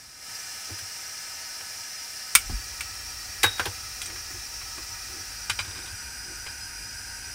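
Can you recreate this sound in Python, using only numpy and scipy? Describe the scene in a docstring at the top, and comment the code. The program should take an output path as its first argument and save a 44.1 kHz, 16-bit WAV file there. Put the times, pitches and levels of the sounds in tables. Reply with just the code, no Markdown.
"""In a small camper, a canister camp stove stands on a wooden table. The valve opens and gas hisses from
the jet. A long piezo lighter snaps, the gas catches with a whump and the flame rumbles on. The lighter
drops on the table and its steel tube rings. Then a pot of water clanks onto the burner, changing the
colour of the hiss. Hiss, rumble and knocks are shaped noise; rings and thumps are fading pure tones."""
import sys
import numpy as np
from scipy import signal
from scipy.fft import rfft, irfft
from scipy.io import wavfile
from scipy.ndimage import uniform_filter1d, map_coordinates

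SR = 44100
rng = np.random.default_rng(int(sys.argv[2]) if len(sys.argv) > 2 else 0)


def to_wav(sig):
    """Store sig (one row per channel, or 1-D mono) as 16-bit WAV at the path in sys.argv[1].

    Samples outside -1..1 are clipped; the rate is SR.
    """
    pcm = np.clip(np.atleast_2d(sig), -1, 1) * 32767
    pcm = np.round(pcm).astype(np.int16)
    wavfile.write(sys.argv[1], SR, pcm.T)  # frames by channels


N = 323694
TIME = np.arange(N) / SR

# Overall shape of each noise, from bass to treble: pitch_hz, level_db
COLD_HISS_SHAPE = [(150, -18.5), (550, -13), (1100, -14.5), (1700, -9.5), (2700, -9.5), (3500, -11),
                   (4400, -15.5), (5400, 1.5), (6700, -5.5), (9500, -6), (11500, -15.5), (13300, -14),
                   (14400, -10.5), (15500, -17)]
LIT_HISS_SHAPE = [(150, -9.5), (550, -8), (1100, -13), (1700, -7.5), (2700, -2), (3500, -5.5), (4400, -3.5),
                  (5400, 1.5), (6700, -2.0), (9500, -1.2), (11500, -11.5), (13300, -8), (14400, -6),
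                  (15500, -9)]
COVERED_HISS_SHAPE = [(150, -2.5), (550, -11), (1100, -13), (1700, -4), (2700, -1), (3500, -12),
                      (4400, -5.5), (5400, -1.5), (6700, -15.0), (9500, -1), (11500, -14.5), (13300, -14.5),
                      (14400, -6), (15500, -23)]
FLAME_SHAPE = [(20, -17), (33, -14), (48, 3), (65, -0.5), (80, -5), (105, -4), (140, -27.5), (300, -23),
               (1000, -75)]
PUFF_SHAPE = [(60, 3), (270, 5), (500, -20), (1300, -21), (4000, -38)]
SNAP_SHAPE = [(150, -17.5), (700, -23), (1100, -15), (2800, 1.5), (4300, -6.5), (6500, -3), (10500, -3.5),
              (12000, -17), (14000, 1), (15700, -7)]
WOOD_SHAPE = [(100, -30), (250, -11.5), (450, -1.5), (620, -10.5), (1100, -3), (2300, -2.5), (3200, -4.5),
              (6000, -14), (10000, -17), (15500, -27)]
POT_SHAPE = [(150, -9), (500, -12.5), (1100, 3.5), (3000, -6), (5000, -6), (9000, -2), (12000, -18),
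             (15500, -20)]
CAMPER_SHAPE = [(20, -10), (45, -2.5), (95, 3), (160, -6), (260, -7.5), (400, -11), (600, -12.5),
                (1500, -15), (6000, -44)]

# Resonances, the pitches that each object makes louder: pitch_hz, width_hz, boost_db
COLD_BURNER_PEAKS = [(642, 28, 8.2), (770, 74, 10.7), (934, 32, 14.8), (1280, 103, 15), (1500, 44, 13.5),
                     (1708, 150, 11.4), (1865, 64, 8.6), (2083, 63, 10.4), (2356, 113, 10),
                     (2830, 380, 5.8), (3620, 59, 4.8), (3960, 59, 9), (4180, 140, 13.8), (4510, 210, 13.3),
                     (5018, 115, 13.5), (5254, 62, 6.8), (5610, 61, 9.5), (5820, 61, 7.3), (6050, 38, 8.4),
                     (8280, 51, 6.8)]
LIT_BURNER_PEAKS = [(771, 106, 12.4), (935, 25, 16.3), (1232, 220, 12.7), (1303, 36, 11.2),
                    (1462, 91, 11.2), (1695, 107, 13.3), (1895, 102, 12.7), (2028, 46, 9.1),
                    (2400, 107, 11.1), (2644, 48, 7.5), (3950, 87, 6.8), (4197, 74, 10.5), (4640, 63, 13.6),
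                    (4890, 96, 9.1), (5226, 210, 9.7), (5510, 100, 13.1), (5800, 110, 12), (6030, 52, 11),
                    (6330, 130, 6.3), (6870, 42, 7.6)]
COVERED_BURNER_PEAKS = [(770, 88, 9.9), (933, 64, 15.4), (1260, 36, 11), (1453, 100, 10.4),
                        (1576, 250, 12.9), (1930, 37, 5.3), (2415, 15, 15), (4190, 68, 6.2),
                        (4660, 67, 6.7), (4982, 227, 15.6), (5610, 61, 11.3), (5833, 215, 12.4),
                        (6016, 250, 8.3), (6410, 230, 11), (6700, 169, 9.7), (7070, 120, 16),
                        (7350, 52, 6.4), (7650, 64, 7.3), (7920, 200, 9.9), (8270, 190, 6.1)]
LIGHTER_PEAKS = [(1000, 180, 4.5), (1380, 470, 13.2), (2280, 220, 13), (3590, 110, 4), (5030, 490, 9.1),
                 (8600, 720, 11.3), (9630, 246, 7)]
TABLE_PEAKS = [(491, 44, 8.5), (820, 170, 10.7), (1590, 290, 10), (2030, 43, 4.2)]
POT_BODY_PEAKS = [(1620, 50, 10.2), (2140, 115, 8.9), (2430, 310, 9.5), (3110, 790, 10.2), (3860, 520, 7.8),
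                  (4800, 300, 13), (5570, 530, 2.5), (12879, 139, 8.3)]

# Short bursts (more tilt is brighter): start_s, level_db, tilt_db_per_octave, boosted_pitch_hz
FLAME_PUFFS = [(2.497, -30.5, 1.5, 776), (2.523, -29, -10, 231)]  # the flame runs round the burner
TRIGGER_SNAPS = [(2.3513, -4, -0.5, 1460), (2.3558, -10, -0.5, 2700), (2.807, -23.5, -2.5, 2700)]  # the trigger is pressed and let go
LIGHTER_KNOCKS = [(.697, -43, -6, 300), (0.786, -36, 6, 1500), (1.607, -40.5, -2, 2600),
                  (3.431, -14, 5.5, 2200), (3.4396, -12.5, -0.5, 1690), (3.581, -34, 3.5, 1600),
                  (3.595, -18.5, -0.5, 1470), (3.655, -24.5, 3, 3300), (3.662, -28.5, -7.5, 950)]  # the lighter is picked up, handled and dropped
POT_CLANKS = [(4.016, -28.5, 6, 3300), (4.058, -31.5, 3.5, 8300), (4.1, -41, -5, 2200),
              (4.16, -38.5, -4, 1700), (4.615, -39.5, -3, 2500), (4.78, -39, -4, 1100),
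              (5.4969, -19, 1, 1470), (5.5897, -21.5, -1.5, 2360), (5.604, -35, 4, 4100),
              (6.464, -33.5, -2.5, 450)]  # the pot is gripped, lifted and set on the burner

# Swells of pressure as the gas catches: start_s, pitch_hz, level_db, rise_s
WHUMPS = [(2.452, 42, -33.5, 0.024), (2.497, 75, -28.5, 0.0076), (2.531, 46.7, -22.5, 0.014)]
# The lighter's tube rings while it is clear of the wood: start_s, end_s, level_db, fade_s
# (here and below, a fade is the time a sound takes to drop by 60 dB)
LIGHTER_RINGS = [(3.432, 3.497, -18.5, 0.48), (3.509, 3.598, -34, 0.61)]
# Ringing tones of the pot's metal base, relative to the clank: pitch_hz, level_db
POT_TONES = [(1420, -13.5), (2090, -15), (2430, -8.5), (3020, -14), (3970, -12), (4830, -11)]
# Swishes as things are handled: middle_s, level_db, half_length_s
HAND_SWISHES = [(0.715, -49, 0.027), (4.122, -53, 0.07), (4.341, -52, 0.037), (4.789, -48, 0.025),
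                (5.163, -53, .07), (5.769, -52.5, .11), (6.302, -51, 0.042), (6.808, -58, .04)]
# Hands bump the table: start_s, level_db
HAND_BUMPS = [(.712, -36), (.82, -44), (4.335, -40), (5.671, -38.5), (5.924, -38.5)]

CATCH_S, WARM_UP_S = 2.45, 0.12  # the burner warms once the gas has caught
HALF_COVERED_S, COVER_EASE_S, COVER_DB = 5.48, 0.15, -1.0  # the pot comes down over the burner


def gas_jet():
    """Swirling gas hisses through the burner; heat and then the pot shift its resonances."""
    heat = ramp(CATCH_S, WARM_UP_S)
    covered = .5 + .5 * np.tanh(.5 * (TIME - HALF_COVERED_S) / COVER_EASE_S)
    valve_open = ramp(start_s=.16, length_s=.15)
    trickle_db, full_flow_db = -46.5, -37.5
    flow_db = trickle_db + (full_flow_db - trickle_db) * valve_open + COVER_DB * covered
    cold_hiss = np.sqrt(1 - heat) * noise(COLD_HISS_SHAPE, COLD_BURNER_PEAKS)
    lit_hiss = np.sqrt(heat) * noise(LIT_HISS_SHAPE, LIT_BURNER_PEAKS)
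    covered_hiss = np.sqrt(covered) * noise(COVERED_HISS_SHAPE, COVERED_BURNER_PEAKS)
    hiss = np.sqrt(1 - covered) * (cold_hiss + lit_hiss) + covered_hiss
    heard = with_echoes(hiss, echo_db=-15, spread_s=.014, above_hz=3700, sway_s=.00004)
    return from_db(flow_db) * steady(heard, over_s=0.2)  # the valve holds the flow steady


def flame():
    """The gas catches with a whump and a soft puff, flares, then settles to a steady rumble."""
    light_s, settle_s, settled_db = 2.34, 0.19, -50
    flare_db = 4 * np.exp(-np.maximum(TIME - light_s, 0) / settle_s)
    strength = ramp(light_s, length_s=.04) * from_db(settled_db + flare_db)
    rumble = strength * steady(noise(FLAME_SHAPE), over_s=.2)
    puff = knocks(FLAME_PUFFS, PUFF_SHAPE, [],
                  attack_s=0.0016, fade_s=0.081, boost_db=15.5, tail_db=-22, tail_fade_s=.2)
    return rumble + puff + thumps(WHUMPS)


def lighter():
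    """The piezo trigger snaps; later the lighter clatters on the wood and its steel tube rings."""
    out = knocks(TRIGGER_SNAPS, SNAP_SHAPE, LIGHTER_PEAKS,
                 attack_s=0.00056, fade_s=0.046, boost_db=5, tail_db=-12.5, tail_fade_s=0.14)
    out += knocks(LIGHTER_KNOCKS, WOOD_SHAPE, TABLE_PEAKS,
                  attack_s=0.001, fade_s=0.097, boost_db=5, tail_db=-18.5, tail_fade_s=0.32)
    t, touch_s, tube_hz = TIME[:SR], .005, 3796
    for start_s, end_s, level_db, fade_s in LIGHTER_RINGS:
        off_wood = np.clip(t / touch_s, 0, 1) * np.clip((end_s - start_s - t) / touch_s + .5, 0, 1)
        ring = from_db(level_db - 60 * t / fade_s) * np.sin(2 * np.pi * tube_hz * t)
        add(out, start_s, off_wood * ring)
    return out


def pot():
    """The pot clanks, scrapes and rings; its sleeve and the water quickly hush it."""
    out = knocks(POT_CLANKS + rim_slips(), POT_SHAPE, POT_BODY_PEAKS,
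                 attack_s=0.001, fade_s=0.089, boost_db=9, tail_db=-27, tail_fade_s=0.15)
    t, fade_s = TIME[:SR // 2], 0.1
    ring = sum(from_db(db - 60 * t / fade_s) * np.sin(2 * np.pi * hz * t) for hz, db in POT_TONES)
    for start_s, level_db, *_ in POT_CLANKS:
        add(out, start_s, from_db(level_db) * ring)
    return out


def rim_slips(start_s=5.66, length_s=.21, count=10, level_db=-41.5, tilt_db=-3, pitch_hz=3680):
    """List the tiny, uneven knocks of the rim catching as the pot is twisted into place."""
    step_s = length_s / (count - 1)
    return [(start_s + step_s * (k + .5 * late), level_db + extra_db, tilt_db, pitch_hz)
            for k, (late, extra_db) in enumerate(rng.standard_normal((count, 2)))]


def table_top(pitch_hz=95.2, rise_s=0.012, delay_s=0.0129):
    """The table sways with one low note under lighter, pot and hands; dull knocks sway it more."""
    sways = [(start_s + delay_s, level_db - 18 - 1.9 * tilt_db)
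             for start_s, level_db, tilt_db, _ in LIGHTER_KNOCKS + POT_CLANKS]
    return thumps([(start_s, pitch_hz, level_db, rise_s) for start_s, level_db in sways + HAND_BUMPS])


def hands(pitch_hz=344):
    """Hands make soft, hollow swishes as they move things."""
    out = np.zeros(N)
    for middle_s, level_db, half_length_s in HAND_SWISHES:
        hollow = noise([(60, -6), (300, 2), (900, -4), (4000, -35)], [(pitch_hz, 110, 14)], size=SR)
        swell = np.exp(-((TIME[:SR] - .5) / half_length_s) ** 2)
        add(out, middle_s - .5, from_db(level_db) * swell * hollow)
    return out


def camper():
    """A faint, low background noise fills the camper."""
    return from_db(-60.5) * noise(CAMPER_SHAPE)


def with_echoes(sound, echo_db, spread_s, above_hz, sway_s, count=8):
    """Quick echoes ripple the treble; their delays wander, as when arms and pot move nearby."""
    sway = sway_s * drift(rate_hz=0.48)
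    treble = signal.sosfilt(signal.butter(2, above_hz, "high", fs=SR, output="sos"), sound)
    echoes = 0
    for k, (distance, movement) in enumerate(rng.random((count, 2))):
        delay_s = spread_s * (.1 + distance) + (2 * movement - 1) * sway
        echoes += (-1) ** k * map_coordinates(treble, [(TIME - delay_s) * SR], order=3, mode="wrap")
    return unit_power(sound + from_db(echo_db) * echoes)


def knocks(rows, shape, peaks, attack_s, fade_s, boost_db, tail_db, tail_fade_s, size=16384):
    """Each knock is a burst of noise in the object's resonances, then the camper's short echo."""
    out, t = np.zeros(N), TIME[:size]
    direct = from_db(-60 * t / fade_s)
    room_tail = from_db(tail_db - 60 * t / tail_fade_s)
    loudness = np.minimum(t / attack_s, 1) * np.hypot(direct, room_tail)
    for start_s, level_db, tilt_db, pitch_hz in rows:
        struck_spot = (pitch_hz, 0.18 * pitch_hz, boost_db)  # the spot hit brings out one resonance
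        body = noise(shape, [*peaks, struck_spot], tilt_db, size)
        add(out, start_s, from_db(level_db) * loudness * steady(body, over_s=0.0052))
    return out


def thumps(rows):
    """Low swings of the air build up and die within a few cycles."""
    out, t = np.zeros(N), TIME[:SR // 2]
    for start_s, pitch_hz, level_db, rise_s in rows:
        swell = t / rise_s * np.exp(1 - t / rise_s)
        add(out, start_s, from_db(level_db) * swell * np.sin(2 * np.pi * pitch_hz * t))
    return out


def noise(shape, peaks=(), tilt_db=0, size=N):
    """Make noise of power 1 with an overall shape, resonances and a tilt per octave."""
    hz = np.maximum(np.fft.rfftfreq(size, 1 / SR), 1)
    shape_hz, shape_db = np.transpose(shape)
    level_db = np.interp(np.log(hz), np.log(shape_hz), shape_db)
    level_db += tilt_db * np.log2(np.maximum(hz, shape_hz[0]))
    for pitch_hz, width_hz, boost_db in peaks:
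        level_db += boost_db / (1 + (2 * (hz - pitch_hz) / width_hz) ** 2)
    phases = np.exp(2j * np.pi * rng.random(len(hz)))
    return unit_power(irfft(from_db(level_db) * phases, size))


def drift(rate_hz):
    """Wander slowly and randomly, by about 1 either way."""
    hz = np.fft.rfftfreq(N, 1 / SR)
    return unit_power(irfft(rfft(rng.standard_normal(N)) / (1 + (hz / rate_hz) ** 2), N))


def steady(sound, over_s):
    """Even out slow changes in loudness and keep the fast flutter."""
    return sound / np.sqrt(uniform_filter1d(sound ** 2, int(over_s * SR) + 1) + 1e-12)


def ramp(start_s, length_s):
    """Rise steadily from 0 to 1 and stay there."""
    return np.clip((TIME - start_s) / length_s, 0, 1)


def add(out, start_s, sound):
    """Mix in a short sound at its start time."""
    start = int(start_s * SR)
    out[start:start + len(sound)] += sound[:N - start]


def from_db(db):
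    """Turn decibels into a volume multiplier."""
    return 10 ** (np.asarray(db) / 20)


def unit_power(sound):
    """Scale a sound so its average power is 1."""
    return sound / np.sqrt(np.mean(sound ** 2) + 1e-20)


def scene():
    """Everything is heard from one point, alike in both ears."""
    mono = gas_jet() + flame() + lighter() + pot() + table_top() + hands() + camper()
    return np.array([mono, mono])


def record(dry, cutoff_hz=15750):
    """The loudest snap overloads, and the highest treble is cut steeply."""
    treble_cut = signal.ellip(12, .1, 70, cutoff_hz, fs=SR, output="sos")
    return signal.sosfilt(treble_cut, np.clip(dry, -1, 1))


dry = scene()
out = record(dry)
to_wav(out)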